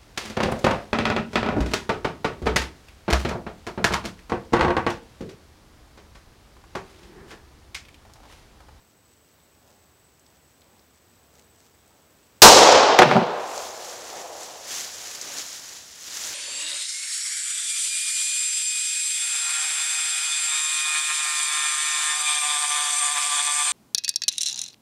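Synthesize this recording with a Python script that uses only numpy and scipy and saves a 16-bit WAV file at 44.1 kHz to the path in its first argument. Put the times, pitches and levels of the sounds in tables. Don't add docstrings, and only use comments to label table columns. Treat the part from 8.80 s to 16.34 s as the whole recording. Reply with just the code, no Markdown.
import sys
import numpy as np
from scipy import signal
from scipy.fft import rfft, irfft
from scipy.io import wavfile

SR = 44100
rng = np.random.default_rng(int(sys.argv[2]) if len(sys.argv) > 2 else 0)


def inscribe(sig):
    pcm = np.round(np.clip(np.atleast_2d(sig).T, -1, 1) * 32767)
    wavfile.write(sys.argv[1], SR, pcm.astype(np.int16))


N = 332514
T, HZ = np.arange(N) / SR, np.fft.rfftfreq(N, 1 / SR)
SHOT_S = 3.6195


def amp(db):
    return 10 ** (np.asarray(db) / 20)


def unit(x):
    return x / np.sqrt(np.mean(x ** 2) + 1e-20)


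def at_hz(points, hz):
    f, value = np.transpose(points)
    return np.interp(np.log(hz + 1), np.log(f), value)


def colour(x, spectrum):
    return unit(irfft(rfft(x) * amp(at_hz(spectrum, HZ)), N))


def noise(spectrum):
    return colour(rng.standard_normal(N), spectrum)


def drift(per_s):
    return unit(irfft(rfft(rng.standard_normal(N)) * np.exp(-(HZ / per_s) ** 2), N))


def burst(s, decay_s):
    return (T >= s) * np.exp(-np.maximum(T - s, 0) / decay_s)


def swell(s, rise_s, hold_s, decay_s):
    before = np.maximum(s - T, 0)
    after = np.maximum(T - s - hold_s, 0)
    return np.exp(-before / rise_s - after / decay_s)


def together(gains):
    return np.sqrt(sum(gain ** 2 for gain in gains))


def low_cut(x, hz):
    return signal.sosfilt(signal.butter(4, hz, "highpass", fs=SR, output="sos"), x)


def grains(per_s, spread_db):
    size = amp(spread_db * np.minimum(rng.exponential(1, N), 4))
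    hits = rng.random(N) < per_s / SR
    return unit(size * rng.standard_normal(N) * hits)


def add(mix, s, sound):
    part = mix[round(s * SR):][:len(sound)]
    part += sound[:len(part)]


def ring(modes, t, vary_db):
    hz, db, t60_s = np.transpose(modes)[:, :, None]
    weight = rng.choice([-1, 1], hz.shape) * amp(vary_db * rng.standard_normal(hz.shape))
    partials = weight * amp(db - 60 * t / t60_s) * np.sin(2 * np.pi * hz * t)
    return partials.sum(0) / np.linalg.norm(amp(db))


# (frequency [Hz], relative density [dB per Hz])
AIR_SPECTRUM = [(15, -60), (25, -24.5), (32, -20), (59, -3.5), (75, 2.5), (107, -3), (204, -6), (281, -4.5),
                (313, -5.5), (509, -7.5), (2770, -17.5), (7300, -21), (7910, -17.5), (9050, -29),
                (15500, -19.5)]
AIR_DB = -59


def air():
    return amp(AIR_DB) * noise(AIR_SPECTRUM) * amp(0.5 * drift(per_s=3.2))


WHINE_HZ, WHINE_WIDTH_HZ, WHINE_DB = 8000, 74, -70


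def whine():
    resonance = 1 / (1 + ((HZ - WHINE_HZ) / WHINE_WIDTH_HZ) ** 2)
    return amp(WHINE_DB) * unit(irfft(rfft(rng.standard_normal(N)) * resonance, N))


# (time [s], stirred leaves level [dB], low rush level [dB])
GUSTS = [(.3, -70, -77), (.88, -66, -60.5), (1.5, -70, -68), (1.9, -77, -63), (2.56, -63, -62),
         (2.82, -62.5, -66), (3.12, -68, -62)]
GUST_RISE_S, GUST_HOLD_S, GUST_DECAY_S = 0.055, 0.04, 0.064
STIR_DB = -73
# (frequency [Hz], relative density [dB per Hz])
LEAF_SPECTRUM = [(59, -40.5), (100, -18.5), (188, -17), (243, -12.5), (601, -12.5), (1160, -8.5),
                 (1660, -6), (2370, -7.5), (4370, -3.5), (6000, 0), (7250, -1), (8410, -10.5),
                 (10800, -12.5), (15500, -18.5)]


def wind():
    rush_spectrum = [(50, -17.5), (200, 1), (800, 1.5), (1500, -11), (5000, -28)]
    rush_gain, stir_gains = 0, [amp(STIR_DB)]
    for s, leaves_db, rush_db in GUSTS:
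        gust = swell(s, GUST_RISE_S, GUST_HOLD_S, GUST_DECAY_S)
        rush_gain = rush_gain + amp(rush_db) * gust
        stir_gains.append(amp(leaves_db) * gust)
    rush = noise(rush_spectrum) * rush_gain
    stir = colour(grains(per_s=980, spread_db=2), LEAF_SPECTRUM) * amp(2 * drift(per_s=20))
    return rush + stir * together(stir_gains)


# (time [s], peak level [dB], resonance [Hz])
SNAPS = [(0.6015, -53, 3600), (1.395, -44, 6900), (1.4641, -46, 5000), (1.8183, -46, 3500),
         (1.9939, -48, 5000), (2.5391, -51, 7900), (3.0769, -51.5, 7700), (4.778, -22, 5330),
         (5.632, -26, 6460), (6.414, -20.5, 6200), (6.52, -28, 5840), (6.584, -20, 5500),
         (6.729, -27.5, 6100), (6.895, -34, 5860)]


def snaps():
    out, t = np.zeros(N), T[:SR // 20]
    for s, peak_db, hz in SNAPS:
        body = signal.iirpeak(hz, 1.8, fs=SR)
        snap = rng.standard_normal(len(t)) * np.exp(-t / 0.0029)
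        for _ in range(2):
            snap = signal.lfilter(*body, snap)
        add(out, s, amp(peak_db) * snap / abs(snap).max())
    return out


LEAF_RANGE_HZ, LEAF_Q = (1800, 11000), 5.4


def crackles():
    out = np.zeros(N)
    for hz in np.geomspace(*LEAF_RANGE_HZ, num=12):
        clicks = grains(per_s=330, spread_db=1.5) * amp(2 * drift(per_s=27))
        out += signal.lfilter(*signal.iirpeak(hz, LEAF_Q, fs=SR), clicks)
    return unit(out)


# (time of full pressure [s], rustle level before LEAF_GAIN_DB [dB],
# sweep-in [s], press [s], crush level [dB])
STEPS = [(4.76, -41.5, 0.13, 0.1, -66), (5.06, -42.5, 0.27, 0.057, -62), (5.28, -44.5, 0.19, 0.12, -47),
         (5.61, -43, 0.096, 0.035, -66.5), (5.92, -33, 0.053, 0.086, -53), (6.278, -39, 0.35, 0.068, -54),
         (6.45, -39.5, 0.087, 0.13, -45.5), (6.585, -35, 0.035, 0.0094, -51),
         (6.68, -41.5, 0.053, 0.083, -61), (6.88, -44, 0.22, 0.093, -56), (7.23, -47, 0.051, 0.057, -69),
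         (7.35, -36, 0.11, .07, -60), (7.45, -34.5, 0.038, .08, -50)]
# (frequency [Hz], relative density [dB per Hz])
CRUSH_SPECTRUM = [(50, -21), (200, -2), (500, 5), (1000, 0.5), (1800, 2.5), (4000, -6.5), (12000, -35)]
SETTLE_S, CRUSH_DECAY_S = 0.072, 0.049
SHUFFLE_S, SHUFFLE_DB, SHUFFLE_RISE_S = 4.72, -48.5, 0.07
LEAF_GAIN_DB = 2.0


def footsteps():
    sweep = together(amp(db) * swell(s, rise_s, press_s, SETTLE_S)
                     for s, db, rise_s, press_s, _ in STEPS)
    weight = together(amp(db) * swell(s, rise_s, press_s, CRUSH_DECAY_S)
                      for s, _, rise_s, press_s, db in STEPS)
    shuffle = amp(SHUFFLE_DB) * swell(SHUFFLE_S, SHUFFLE_RISE_S, T[-1], SETTLE_S)
    swish = rng.standard_normal(N) * amp(1 * drift(per_s=100))
    leaves = colour(swish + amp(-7) * crackles(), LEAF_SPECTRUM)
    rustle = amp(LEAF_GAIN_DB) * leaves * together([sweep, shuffle])
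    return rustle + noise(CRUSH_SPECTRUM) * weight


# (time [s], knock gain [dB], contact cut-off [Hz], table thump gain [dB])
KNOCKS = [(4.189, 0, 4460, -14), (4.196, -5, 2000, -11), (4.2188, -1.5, 3000, -16.5),
          (4.2226, -9, 4100, -25), (4.232, -8.5, 2520, -28), (4.3132, -8, 1600, -18),
          (4.356, -10.5, 880, -10.5), (4.366, -5.5, 1150, -10), (4.415, -13, 682, -23)]
# (frequency [Hz], relative density [dB per Hz])
CLACK_SPECTRUM = [(200, -6), (1200, 6), (4000, 2), (7000, -1), (9000, -7), (15000, -8)]
# (frequency [Hz], relative level [dB], t60 [s])
BOARD_MODES = [(364.6, -1, 0.11), (501, -3, 0.12), (599, -3.5, 0.15), (688, -6, 0.1), (755, 6.5, 0.067),
               (849, 0.5, 0.13), (920, -7.5, 0.094), (1000, -3, 0.058), (1244, 0.5, 0.023),
               (1440, -4, 0.089), (1770, -6.5, 0.03), (2360, -18, 0.02)]
# (frequency [Hz], relative level [dB])
TABLE_MODES = [(115, -10), (138, -10), (168, -2), (188, -3.5), (210, 3), (234, 0), (280, -13), (385, 1)]
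TABLE_T60_S = 0.15


def knocks():
    out, t = np.zeros(N), T[:SR // 2]
    table = [(hz, db, TABLE_T60_S) for hz, db in TABLE_MODES]
    for s, knock_db, contact_hz, thump_db in KNOCKS:
        clack_decay = amp(4) * np.exp(-t / 0.00075) + amp(-5.5) * np.exp(-t / 0.011)
        clack = noise(CLACK_SPECTRUM)[:len(t)] * clack_decay
        contact = signal.butter(2, contact_hz, fs=SR)
        knock = signal.lfilter(*contact, clack + amp(0.5) * ring(BOARD_MODES, t, vary_db=1.5))
        add(out, s, amp(knock_db) * low_cut(knock, hz=202))
        add(out, s, amp(thump_db) * low_cut(ring(table, t, vary_db=2.0), hz=117))
    return out


# (frequency [Hz], relative density [dB per Hz])
SHUDDER_SPECTRUM = [(60, -32), (100, -20), (140, 1.5), (230, -1), (320, -7), (900, -16), (2200, -14),
                    (4500, -24.5), (12000, -52)]
SHUDDER_DB, SHUDDER_RISE_S, SHUDDER_HOLD_S, SHUDDER_DECAY_S = -22.5, 0.004, 0.13, 0.075


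def shudder():
    level = amp(SHUDDER_DB) * swell(KNOCKS[1][0], SHUDDER_RISE_S, SHUDDER_HOLD_S, SHUDDER_DECAY_S)
    return low_cut(noise(SHUDDER_SPECTRUM) * level, hz=108)


def boards(echo):
    direct = knocks() + shudder()
    response = echo[round(SHOT_S * SR):] / np.linalg.norm(echo)
    return direct + amp(-28.0) * signal.fftconvolve(direct, response)[:N]


NEAR_DB, NEAR_DECAY_S, DEEP_DB = 3, 0.028, -7
TREELINE_DB, TREELINE_DELAY_S, TREELINE_OCTAVES = 5.5, 0.34, 1.65


def reflectors():
    octaves = np.log2(np.maximum(T - SHOT_S, 1 / SR) / TREELINE_DELAY_S)
    trees = amp(DEEP_DB + TREELINE_DB * np.exp(-(octaves / TREELINE_OCTAVES) ** 2))
    return trees * (T >= SHOT_S) + amp(NEAR_DB) * burst(SHOT_S, NEAR_DECAY_S)


# (frequency [Hz], relative density [dB per Hz])
WOODS_SPECTRUM = [(25, -22.5), (70, -14.5), (150, -14), (280, -6.5), (480, 2.5), (850, 2), (1300, -6),
                  (2000, -13), (3500, -9.5), (5500, -6), (7200, -8.5), (9500, -22), (15500, -39)]
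# (frequency [Hz], t60 [s])
WOODS_T60 = [(30, 0.54), (90, 1.5), (200, 1.42), (450, 2.54), (800, 2.57), (1500, 2.59), (3000, 1.98),
             (5000, 1.395), (8000, 0.89), (11000, 0.66), (15500, .48)]


def woods():
    echoes = colour(rng.standard_normal(N) * amp(1.0 * drift(per_s=90)), WOODS_SPECTRUM)
    hz, t, z = signal.stft(echoes, SR, nperseg=512)
    z = z * amp(-60 * np.maximum(t - SHOT_S, 0) / at_hz(WOODS_T60, hz)[:, None])
    return signal.istft(z, SR, nperseg=512)[1][:N] * reflectors()


# (frequency [Hz], relative density [dB per Hz])
ROLL_SPECTRUM = [(100, -39), (280, -17), (450, -5.5), (700, -0.5), (950, -7), (1400, -16), (3000, -26.5),
                 (8000, -80)]
ROLL_DELAY_S, ROLL_DB = 1.78, -40.5
ROLL_RISE_S, ROLL_HOLD_S, ROLL_DECAY_S = 0.3, 0.14, 0.53


def far_roll():
    envelope = swell(SHOT_S + ROLL_DELAY_S, ROLL_RISE_S, ROLL_HOLD_S, ROLL_DECAY_S)
    return noise(ROLL_SPECTRUM) * amp(ROLL_DB + drift(per_s=27)) * envelope


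# (delay [s], level [dB], decay time [s])
SLAPS = [(.014, 5, .02), (.036, -2, .02)]
# (frequency [Hz], relative density [dB per Hz])
SLAP_SPECTRUM = [(25, -12), (100, -22), (300, -7.5), (650, -2), (900, 3), (1200, -2.5), (1700, -11),
                 (5000, -22), (15000, -33)]


def slaps():
    return noise(SLAP_SPECTRUM) * sum(amp(db) * burst(SHOT_S + delay_s, decay_s)
                                      for delay_s, db, decay_s in SLAPS)


# (frequency [Hz], relative density [dB per Hz])
BOOM_SPECTRUM = [(25, -8.5), (70, -17.5), (160, -4.5), (280, -2), (500, -10), (2000, -44)]


def boom():
    return amp(-11.5) * noise(BOOM_SPECTRUM) * burst(SHOT_S + SLAPS[0][0], decay_s=0.056)


# (frequency [Hz], relative density [dB per Hz])
CRACK_SPECTRUM = [(30, -24.5), (150, -27), (400, -15.5), (900, 3.5), (2000, -7.5), (4000, 2), (6200, 2.5),
                  (8500, -7.5), (16000, -26.5)]


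def crack():
    front = amp(14) * burst(SHOT_S, decay_s=0.008)
    tail = amp(-2) * burst(SHOT_S, decay_s=0.084)
    return low_cut(noise(CRACK_SPECTRUM) * (front + tail), hz=249)


def shot():
    return crack() + slaps() + boom() + far_roll()


def scene():
    background = air() + wind() + whine()
    echo = woods()
    return (background + snaps() + footsteps() + boards(echo) + echo + shot())[None]


EDGE_HZ = 15800


def record(dry):
    ceiling, knee = 0.9, 6
    clipped = dry / (1 + abs(dry / ceiling) ** knee) ** (1 / knee)
    low_pass = signal.firwin(401, EDGE_HZ, window=("kaiser", 8), fs=SR)
    return signal.oaconvolve(clipped, low_pass[None], "same")


dry = scene()
out = record(dry)
inscribe(out)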